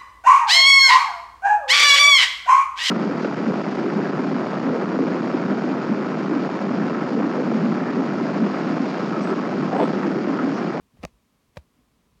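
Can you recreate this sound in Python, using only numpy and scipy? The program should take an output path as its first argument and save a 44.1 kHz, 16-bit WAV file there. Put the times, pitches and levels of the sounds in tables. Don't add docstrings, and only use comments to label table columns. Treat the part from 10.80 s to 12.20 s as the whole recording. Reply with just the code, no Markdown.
import sys
import numpy as np
from scipy import signal
from scipy.fft import rfft, irfft
from scipy.io import wavfile

SR = 44100
rng = np.random.default_rng(int(sys.argv[2]) if len(sys.argv) > 2 else 0)


def put_to_file(sound):
    columns = np.atleast_2d(sound).T
    safe = np.clip(columns, -1, 1)
    whole_steps = np.round(safe * 32767)
    wavfile.write(sys.argv[1], SR, whole_steps.astype(np.int16))


N = 61739


def from_db(db):
    return 10 ** (np.asarray(db) / 20)


def unit_rms(x):
    return x / np.sqrt(np.mean(x ** 2) + 1e-20)


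def since(start_s):
    return np.maximum(np.arange(N) / SR - start_s, 0)


def decay(t, t60_s):
    return from_db(-60 * np.minimum(t / t60_s, 5))


def ring(t, pitch_hz, t60_s, swell_cycles=0.39):
    swell = 1 - np.exp(-t * pitch_hz / swell_cycles)
    return np.sin(2 * np.pi * pitch_hz * t) * swell * decay(t, t60_s)


def filtered(x, corner_hz, kind, order=2):
    return signal.sosfilt(signal.butter(order, corner_hz, kind, fs=SR, output="sos"), x + 1e-18)


def coloured(noise, spectrum):
    freq_hz, level_db = np.transpose(spectrum)
    bins_hz = np.maximum(np.fft.rfftfreq(N, 1 / SR), 1)
    gain = from_db(np.interp(np.log(bins_hz), np.log(freq_hz), level_db))
    return unit_rms(irfft(rfft(noise) * gain, N))


def room_noise(level_db=-66.5, rumble_hz=203, waver_db=2.5, waver_hz=8.6):
    # freq_hz, relative_db
    spectrum = [(15, -27), (25, -12), (48, 1.5), (82, -5), (111, -5.5), (142, -5), (246, -3), (332, -11.5),
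                (476, -11.5), (531, -15.5), (871, -18.5), (1030, -13), (1470, -21.5), (2350, -21.5),
                (10400, -30.5), (16600, -33.5), (18000, -48)]
    noise = coloured(rng.standard_normal(N), spectrum)
    noise = from_db(level_db) * unit_rms(filtered(noise, 30, "high"))
    waver = unit_rms(filtered(rng.standard_normal(N), waver_hz, "low"))
    rumble = filtered(noise, rumble_hz, "low", order=1)
    return noise + rumble * (from_db(waver_db * waver) - 1)


def thuds():
    # start_s, level_db, pitch_hz, t60_s
    rocks = [(0.136, -50, 133.4, 0.13), (.143, -49.5, 245, 0.055), (0.189, -41, 168, 0.043),
             (.1952, -38, 72.7, 0.12), (0.2361, -23.5, 229.2, 0.046), (.2459, -21.5, 170, 0.033),
             (.2430, -28.5, 59.3, 0.082), (0.328, -51, 52.3, 0.19), (0.7717, -21, 146.5, 0.025),
             (0.7781, -29.5, 71.5, .085), (.986, -54, 250, 0.093), (1.229, -58, 71, 0.18)]
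    return sum(from_db(level_db) * ring(since(start_s), pitch_hz, t60_s)
               for start_s, level_db, pitch_hz, t60_s in rocks)


def knocks():
    # start_s, gain_db, corner_hz, pitch_ratio
    contacts = [(.1711, -31, 2500, 1.12), (0.2305, -12.2, 7500, 0.97), (0.233, -16, 5130, 0.92),
                (0.2352, -5.5, 4500, 1.094), (0.239, 0, 2730, 1.05), (0.2427, -3.5, 1620, 0.801),
                (0.2509, 2.1, 13300, 1.033), (0.76, -29, 5000, 0.95), (0.7699, -2.5, 1850, 0.863),
                (0.7712, -5, 5100, .864), (0.7738, -6.5, 5240, 1.013)]
    # pitch_hz, level_db, t60_s
    modes = [(622.5, -25, 0.022), (734, -25, 0.012), (1155, -25, 0.011), (1905, -17, 0.0023),
             (2400, -23, 0.0049), (3710, -28, 0.0043), (4440, -24.5, 0.0031), (5450, -22.5, .0017),
             (7630, -32, 0.0013), (11600, -37, 0.00086)]
    out = np.zeros(N)
    for start_s, gain_db, corner_hz, pitch_ratio in contacts:
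        t = since(start_s)
        ringing = sum(from_db(level_db) * ring(t, pitch_hz * pitch_ratio, t60_s)
                      for pitch_hz, level_db, t60_s in modes)
        out -= from_db(gain_db) * filtered(ringing, corner_hz, "low")
    return out


def rubs(slips_per_s=7000, spread_db=4, low_cut_hz=150):
    # peak_s, level_db, rise_s, fall_s
    shifts = [(.176, -67.5, .004, 0.01), (.226, -62, 0.044, 0.0018), (0.235, -47, 0.0049, .003),
              (0.281, -63.5, 0.013, 0.013), (.342, -74.5, .008, 0.023), (.767, -58.5, 0.013, 0.0079),
              (0.78, -55, 0.0054, 0.011), (0.821, -70.5, 0.018, 0.018), (.96, -73.5, 0.034, 0.063)]
    # freq_hz, relative_db
    spectrum = [(150, 0), (400, 3), (700, 1.5), (1500, -7), (3000, -9), (6000, -19.5), (10000, -21.5),
                (17000, -32)]
    t = np.arange(N) / SR
    envelope = sum(from_db(level_db) * np.exp(-np.maximum((peak_s - t) / rise_s, (t - peak_s) / fall_s))
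                   for peak_s, level_db, rise_s, fall_s in shifts)
    slips = (rng.random(N) < slips_per_s / SR) * rng.choice([-1, 1], N)
    strength = from_db(spread_db * rng.standard_normal(N))
    return envelope * filtered(coloured(slips * strength, spectrum), low_cut_hz, "high")


def ticks(t60_s=0.0061, low_cut_hz=1300, high_cut_hz=9500):
    # start_s, level_db
    grazes = [(.2358, -44), (0.2397, -50), (0.2507, -35), (0.7601, -54), (0.77, -42), (0.7755, -56),
              (0.7776, -47.5)]
    envelope = sum(from_db(level_db) * decay(since(start_s), t60_s) * (since(start_s) > 0)
                   for start_s, level_db in grazes)
    scratches = filtered(envelope * rng.standard_normal(N), low_cut_hz, "high")
    return filtered(scratches, high_cut_hz, "low", order=1)


def room_tail(x, level_db=-21.5, t60_s=0.17, delay_s=0.0022):
    # freq_hz, relative_db
    spectrum = [(60, -14), (300, -9), (800, -6), (2000, -1), (5000, 3), (16000, 6)]
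    t = since(delay_s)
    tail = coloured(rng.standard_normal(N), spectrum) * (t > 0) * decay(t, t60_s)
    tail /= np.sqrt(np.sum(tail ** 2))
    return from_db(level_db) * signal.fftconvolve(x, tail)[:N]


def scene(low_cut_hz=21):
    handling = thuds() + knocks() + rubs() + ticks()
    handling = filtered(handling, low_cut_hz, "high")
    return (room_noise() + handling + room_tail(handling))[None]


def record(dry, cutoff_hz=18500):
    return signal.sosfilt(signal.ellip(10, .1, 80, cutoff_hz, fs=SR, output="sos"), dry)


dry = scene()
out = record(dry)
put_to_file(out)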